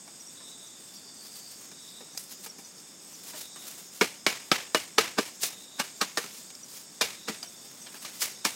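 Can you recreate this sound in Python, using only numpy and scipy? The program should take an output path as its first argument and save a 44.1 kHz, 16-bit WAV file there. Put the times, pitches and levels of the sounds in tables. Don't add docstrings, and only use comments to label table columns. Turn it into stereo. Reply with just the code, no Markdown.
import sys
import numpy as np
from scipy import signal
from scipy.fft import rfft, irfft
from scipy.io import wavfile
from scipy.ndimage import uniform_filter1d

SR = 44100
rng = np.random.default_rng(int(sys.argv[2]) if len(sys.argv) > 2 else 0)


def store_pcm(level_fs):
    pcm = np.round(np.clip(level_fs, -1, 1) * 32767).astype(np.int16)
    wavfile.write(sys.argv[1], SR, np.atleast_2d(pcm).T)


N = 377055
BLOW_SIZE, LEAD_S = 2 ** 14, 0.02
BLOW_T, BLOW_HZ = np.arange(BLOW_SIZE) / SR, np.fft.rfftfreq(BLOW_SIZE, 1 / SR) + 1


def undb(db):
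    return 10 ** (np.asarray(db) / 20)


def pan(db):
    return undb(np.array([[db / 2], [-db / 2]]))


def fade(t, fade_s):
    return 1000 ** (-t / fade_s)


def shape(table, size):
    hz, db = np.transpose(table)
    gain = undb(np.interp(np.log(np.fft.rfftfreq(size, 1 / SR) + 1), np.log(hz), db))
    return gain / np.sqrt(np.mean(gain ** 2))


def through(x, gain):
    return irfft(rfft(x) * gain, x.shape[-1])


def causal(gain):
    cepstrum = irfft(np.log(gain + 1e-6))
    cepstrum[1:len(gain) - 1] *= 2
    cepstrum[len(gain):] = 0
    return np.exp(rfft(cepstrum))


def wobble(rate, size=N):
    step = int(SR / rate)
    return uniform_filter1d(np.repeat(rng.standard_normal(size // step + 1), step), step)[:size]


def swells(rows):
    t, power = np.arange(0, N, 32) / SR, 0
    for s, db, rise, fall in rows:
        power = power + undb(2 * db) * np.exp(-((t - s) / np.where(t < s, rise, fall)) ** 2)
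    return np.interp(np.arange(N) / SR, t, np.sqrt(power))


def set_loudest(x, db):
    return x * undb(db) / np.sqrt(uniform_filter1d(np.mean(x ** 2, axis=0), SR // 250).max())


def add(out, part, s):
    start = int(s * SR)
    out[:, start:start + part.shape[1]] += part[:, :N - start]


def grains(size, spread_db, alike_hz):
    sizes = undb(spread_db * np.minimum(rng.exponential(size=size), 6.5))
    mid, side = rng.standard_normal((2, size)) * sizes / np.sqrt(np.mean(sizes ** 2))
    hz = np.fft.rfftfreq(size, 1 / SR)
    apart = hz ** 2 / (hz ** 2 + alike_hz ** 2)
    mid, side = through(mid, np.sqrt(1 - apart / 2)), through(side, np.sqrt(apart / 2))
    return np.array([mid + side, mid - side])


def buzz(hz, width_hz, pulse_hz, depth):
    cycles = np.cumsum(pulse_hz * (1 + 0.16 * wobble(30))) / SR
    throb = 1 + depth * np.sin(2 * np.pi * cycles)
    offset_hz = np.fft.rfftfreq(N, 1 / SR) - hz
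    band = through(rng.standard_normal((2, N)) * throb, 1 / (1 + (2 * offset_hz / width_hz) ** 4))
    return band / np.std(band)


# (frequency [Hz], relative level [dB])
AIR_TONE = [(25, -15), (70, -13), (150, -6.5), (190, -2), (370, -7.5), (480, -10), (3200, -16.5),
            (9000, -25.5), (11000, -17.5), (15800, -41)]
def air():
    level = undb(-53.5 + 0.2 * wobble(21))
    return level * through(grains(N, spread_db=0.72, alike_hz=493), shape(AIR_TONE, N))


# (pitch [Hz], band width [Hz], level [dB], pulse rate [Hz], pan [dB])
CHORUS_VOICES = [(5020, 210, -63, 150, -13), (5450, 540, -56, 260, -1.5), (6574, 890, -55.5, 230, -9),
                 (7210, 690, -56, 72, -3), (8220, 780, -54, 340, -5)]
def far_chorus():
    out = np.zeros((2, N))
    for hz, width_hz, db, pulse_hz, pan_db in CHORUS_VOICES:
        level = undb(db + 1.1 * wobble(1.56) + 2.1 * wobble(21))
        out += level * pan(pan_db) * buzz(hz, width_hz, pulse_hz, depth=0.091)
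    return out


# (time [s], level [dB])
RASP_LEVELS = [(0.0, -64), (0.83, -60.5), (1.19, -52.5), (1.4, -52.5), (1.71, -61), (2.4, -60.5),
               (3.5, -65), (5.0, -68), (6.02, -61), (7.02, -59), (7.22, -55), (7.72, -63), (8.25, -53),
               (8.55, -65)]
def rasping_insect():
    times, db = np.transpose(RASP_LEVELS)
    level = undb(np.interp(np.arange(N) / SR, times, db) + 3.5 * wobble(16))
    return level * pan(-4) * buzz(4700, width_hz=590, pulse_hz=60, depth=0.25)


# (time [s], level [dB], pitch [Hz], pan [dB])
CRICKET_CHIRPS = [(0.196, -46, 5800, -5.5), (0.264, -46, 5660, -19), (0.66, -49, 5900, -1),
                  (0.95, -44.5, 5640, -13), (1.156, -53, 5970, -2.5), (1.8173, -50, 5430, -15),
                  (2.128, -47, 5830, -6.0), (2.488, -44, 5600, -11), (2.642, -45, 5930, -8),
                  (3.132, -46, 5960, -2.5), (6.625, -47, 5800, -15), (7.465, -45, 5620, -8),
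                  (7.808, -47, 5890, -4.0)]
def crickets(chirp_s=0.027):
    out, t = np.zeros((2, N)), np.arange(int(chirp_s * SR)) / SR
    for s, db, hz, pan_db in CRICKET_CHIRPS:
        cycles = np.cumsum(hz * (1.03 - 0.061 * t / chirp_s)) / SR
        chirp = np.sin(np.pi * t / chirp_s) * np.sin(2 * np.pi * cycles)
        flutter = np.array([1 + 0.8 * wobble(350, len(t)) for _ in range(2)])
        add(out, undb(db) * pan(pan_db) * flutter * chirp, s)
    return out


# (loudest moment [s], level [dB])
CICADA_CALLS = [(.53, -51), (1.92, -50), (3.52, -51), (5.66, -51.5), (7.2, -52), (8.5, -56)]
def cicada(rise_s=0.13, fall_s=0.16):
    waver = undb(1.5 * wobble(25))
    calls = swells([(s, db, rise_s, fall_s) for s, db in CICADA_CALLS])
    song = calls * buzz(3740, width_hz=470, pulse_hz=128, depth=0.25)
    drone = undb(-62 + 2.5 * wobble(2.3)) * buzz(3557, width_hz=280, pulse_hz=128, depth=0.26)
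    return waver * pan(-4) * (song + drone)


# (time [s], level [dB], pitch [Hz], pan [dB], fade time [s])
EMBER_POPS = [(2.176, -22.5, 6450, -8, 0.0035), (2.3233, -34, 6940, -7, 0.013),
              (3.56, -37, 8100, -7, 0.014), (6.552, -32, 5370, 2, 0.015), (7.429, -27.5, 4820, -6, 0.028),
              (7.944, -38, 6450, -3.5, 0.013)]
def ember_pops():
    out, t = np.zeros((2, N)), np.arange(SR // 20) / SR
    for s, db, hz, pan_db, fade_s in EMBER_POPS:
        click = 0.4 * rng.standard_normal((2, len(t))) * np.exp(-t / 0.0028)
        ring = np.sin(2 * np.pi * hz * t) * fade(t, fade_s)
        add(out, undb(db) * pan(pan_db) * (ring + click), s)
    return out


# (frequency [Hz], relative level [dB])
SCRAPE_TONE = [(100, -34), (250, 1), (600, 0.5), (1500, -0.5), (3000, 3.5), (5600, 7.5), (9000, 5),
               (15700, 3.5)]
# (loudest moment [s], level [dB], rise time [s], extra lows [dB])
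WEAVE_SWELLS = [(.95, -56, .028, -8), (1.25, -51.5, 0.034, 2), (1.37, -47, 0.03, -2), (1.52, -50, 0.017, 5),
                (1.63, -50, 0.029, 4), (2.2, -45, 0.017, -3), (2.319, -40, 0.014, 0),
                (2.451, -38, 0.013, -2), (3.15, -52, 0.075, 4.5), (3.29, -41, 0.027, 2.5),
                (3.39, -39, 0.036, 0.5), (3.66, -43, 0.046, 2.5), (3.76, -45.5, 0.051, 3),
                (3.97, -48, 0.035, -8), (4.565, -58, 0.082, 16), (5.444, -27.5, 0.018, -7.5),
                (6.36, -47.5, 0.065, -7), (6.759, -42, 0.037, -1), (7.77, -58, 0.14, 11),
                (7.96, -49, 0.02, 11), (8.03, -43.5, 0.019, 4), (8.17, -46, 0.032, 4.5),
                (8.229, -26.5, 0.018, -11.5)]
def scrapes(fall_per_rise=1.14):
    catching = undb(2.2 * wobble(150))
    rub = through(grains(N, spread_db=2.45, alike_hz=1600), shape(SCRAPE_TONE, N)) * catching
    lows = signal.sosfilt(signal.butter(2, 4000, fs=SR, output="sos"), rub)
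    highs = rub - lows
    high_gain = swells([(s, db, rise, fall_per_rise * rise) for s, db, rise, _ in WEAVE_SWELLS])
    low_gain = swells([(s, db + extra, rise, fall_per_rise * rise)
                       for s, db, rise, extra in WEAVE_SWELLS])
    fidget = undb(-56 + 2.6 * wobble(23)) * highs
    return pan(-3) * (high_gain * highs + low_gain * lows) + fidget


# (pitch [Hz], relative level [dB], fade time [s])
BLADE_NOTES = [(2260, 4, 0.12), (2380, -4.5, 0.1), (2990, -8, 0.16)]
# (time [s], level [dB])
BLADE_RINGS = [(4.012, -46), (4.266, -26.5), (4.517, -60), (4.749, -40), (4.984, -36), (5.188, -46),
               (7.012, -37)]
def blade():
    out, t = np.zeros((2, N)), np.arange(SR // 3) / SR
    for s, db in BLADE_RINGS:
        ring = 0
        for hz, note_db, fade_s in BLADE_NOTES:
            level = undb(note_db + 3.5 * wobble(69, len(t))) * fade(t, fade_s)
            ring += level * np.sin(2 * np.pi * (hz * t + rng.random()))
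        add(out, undb(db) * pan(-1.5) * ring, s)
    return out


PANEL_LOW_HZ = 200
# (frequency [Hz], relative level [dB])
RATTLE_TONE = [(35, -54), (60, 4), (211, -14), (1430, -13), (2320, -7.5), (3300, -10.5), (3970, -10.5),
               (6330, -9), (14000, -18.5), (15700, -21.5)]
def rattle(strip_hz, treble_db, fade_s=0.39):
    after = np.maximum(BLOW_T - LEAD_S, 0)
    level = (1 - np.exp(-after / 0.00067)) * fade(after, fade_s)
    touches = grains(BLOW_SIZE, spread_db=1.5, alike_hz=800)
    fits = undb(2.4 * wobble(149.7, BLOW_SIZE))
    tone = shape(RATTLE_TONE, BLOW_SIZE) / (1 + (PANEL_LOW_HZ / BLOW_HZ) ** 2)
    struck_strip = 1 + 0.23 / (1 + ((BLOW_HZ - strip_hz) / 150) ** 2)
    brightness = undb((0.93 * treble_db - 0.5) * (1 - below(5500)))
    return through(touches * fits * level, tone * struck_strip * brightness)


def below(edge_hz):
    return 1 / (1 + (BLOW_HZ / edge_hz) ** 4)


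def clatter(rise_ms, fade_s):
    rising = np.exp(np.minimum(BLOW_T - LEAD_S, 0) / (rise_ms / 1000))
    falling = fade(np.maximum(BLOW_T - LEAD_S, 0), fade_s)
    force = grains(BLOW_SIZE, spread_db=1.5, alike_hz=4200) * rising * falling
    force[:, int(LEAD_S * SR)] += undb(13.5) / rise_ms
    return force


# (pitch [Hz], relative level [dB], fade time [s])
PANEL_NOTES = [(211, 6, 0.039), (313, 11.5, 0.021), (422.5, 6, 0.035), (612, 0, 0.025), (800, -11.5, 0.047),
               (989, -10.5, 0.042), (1220, -5.5, 0.048), (1510, 8, 0.0053), (1790, 5.5, 0.013),
               (2245, 5.5, 0.018), (2510, -13, 0.0074), (2926, 1, 0.09), (4140, -4, 0.028),
               (4730, -22, 0.0093), (5200, 8, 0.012), (6360, -5, 0.025), (6670, -9, 0.032)]
# (frequency [Hz], relative level [dB])
CONTACT_TONE = [(35, -39), (60, -11), (412, 9.5), (2040, -26), (2290, 8), (3260, 9.5), (5100, 11),
                (13700, -16), (15400, -8), (16500, -59)]
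def panel_filter(hollow_hz, strip_hz):
    notes = [(hz * (1 + 0.033 * rng.normal()), db + 3 * rng.normal(), fade_s)
             for hz, db, fade_s in PANEL_NOTES]
    notes += [(hollow_hz, 2.5, 0.058), (strip_hz, 4.5, 0.026)]
    ring = rfft(sum(undb(db) * np.sin(2 * np.pi * hz * BLOW_T) * fade(BLOW_T, fade_s)
                    for hz, db, fade_s in notes))
    contact = undb(0.5) * causal(shape(CONTACT_TONE, BLOW_SIZE))
    return ring / np.sqrt(np.mean(np.abs(ring) ** 2)) + contact


# (time [s], hollow pitch [Hz], rattle [dB], crack level [dB], body [dB], treble [dB],
#  strip pitch [Hz], rise time [ms], clatter fade time [s])
BLADE_BLOWS = [(0.078, 700, -12, -47.5, -5, 2, 806, 1.3, 0.052),
               (0.403, 190, -9, -51, -8, -5, 1010, 1.3, 0.086),
               (1.715, 192, -10, -47.5, -8, 4, 1780, 1.1, 0.065),
               (2.007, 470, -7, -49.5, 1.5, -2, 766, 1.4, 0.11),
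               (2.149, 270, -7, -50, -2, 6, 770, 1.3, 0.037),
               (2.176, 196, -5, -46, -13, 20, 3130, 1.4, 0.025),
               (2.462, 450, -12, -37, -11, 2, 880, 0.65, 0.06),
               (2.585, 207, 1, -54, 8, 10.5, 800, 1.8, 0.093),
               (3.334, 630, -12, -43.5, -4, -6, 920, 1.1, 0.25),
               (3.56, 277, -11, -44, -6, 0.0, 1070, 1.7, 0.085),
               (4.011, 464, -9, -15.5, -2, -4.5, 2200, 0.59, 0.088),
               (4.265, 630, -7.5, -13, -9, -6.5, 2210, 0.7, 0.05),
               (4.516, 390, -7.5, -12, -8, -9, 1580, 0.58, 0.024),
               (4.747, 613, -11, -14.5, -4.5, -3, 2170, 0.58, 0.059),
               (4.983, 450, -7, -11.5, -7.5, -8, 1560, 1.3, 0.041),
               (5.187, 477, -8, -20, 0, -4, 982, 5, 0.05), (5.254, 536, -3, -42.5, -17, 5, 2340, 1.3, 0.05),
               (5.433, 655, -8, -22, -36, 3, 1810, 2.5, 0.047),
               (5.799, 230, -10.5, -21, -11.5, -1, 1620, 4.9, 0.081),
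               (6.014, 293, -13.5, -16.5, -12, -3.5, 1177, 2.5, 0.08),
               (6.173, 474, -8, -20, -10, -1, 1780, 0.84, 0.075),
               (6.241, 410, -12, -42.5, -1.5, 2, 1320, 1.3, 0.087),
               (6.345, 471, -4, -43, -29, -4, 3114, 1.1, 0.072),
               (6.503, 250, -14, -42.5, -26, -3, 786, 1.1, 0.049),
               (7.011, 460, -8.5, -15, -19, -2.5, 2350, 0.82, 0.11),
               (7.284, 210, -4.5, -27.5, -4, -2.5, 1950, 4.5, 0.11),
               (7.429, 636, -12, -39.5, -15, 3, 720, 1.7, 0.16),
               (7.867, 387, -5, -40, -22, -11, 2100, 3.4, 0.091),
               (7.942, 334, -12, -46, -2, -2, 2860, 1.1, 0.057),
               (8.049, 231, -2, -33.5, -17, -1.5, 1160, 1.7, 0.047),
               (8.221, 495, -6, -23.5, -24.5, 3.5, 1930, 3.9, 0.058),
               (8.451, 318, -9.5, -17.5, -13.5, 1, 900, 2.5, 0.096)]
def blows():
    body = below(700) / (1 + (PANEL_LOW_HZ / BLOW_HZ) ** 4)
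    middle, crack, treble = below(2200) - below(700), below(5500) - below(2200), 1 - below(5500)
    bands = [causal(band) for band in (body, middle, crack, treble)]
    pan_db = 0.5 - 4 / (1 + (np.log(BLOW_HZ / 5100) / 0.76) ** 2)
    sides = [causal(undb(pan_db / 2)), causal(undb(-pan_db / 2))]
    out = np.zeros((2, N))
    for s, hollow_hz, rattle_db, db, body_db, treble_db, strip_hz, rise_ms, fade_s in BLADE_BLOWS:
        panel = panel_filter(hollow_hz, strip_hz)
        force = clatter(rise_ms, fade_s)
        middle_db = 0.5 + 0.36 * body_db
        knock = sum(set_loudest(through(force, panel * band), db + band_db)
                    for band, band_db in zip(bands, (body_db, middle_db, 0, treble_db)))
        sound = knock + undb(db + rattle_db) * rattle(strip_hz, treble_db)
        sound[1] = np.roll(sound[1], 2)
        add(out, through(sound, sides), s - LEAD_S)
    return out


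def scene():
    nearby = blows() + blade() + ember_pops() + scrapes()
    return nearby + cicada() + rasping_insect() + far_chorus() + crickets() + air()


def record(dry):
    mic = signal.sosfilt(signal.butter(2, 125, "high", fs=SR, output="sos"), dry)
    mic = signal.sosfilt(signal.ellip(6, 0.3, 25, 15800, fs=SR, output="sos"), mic)
    return signal.sosfilt(signal.ellip(10, 0.2, 80, 16800, fs=SR, output="sos"), mic)


dry = scene()
out = record(dry)
store_pcm(out)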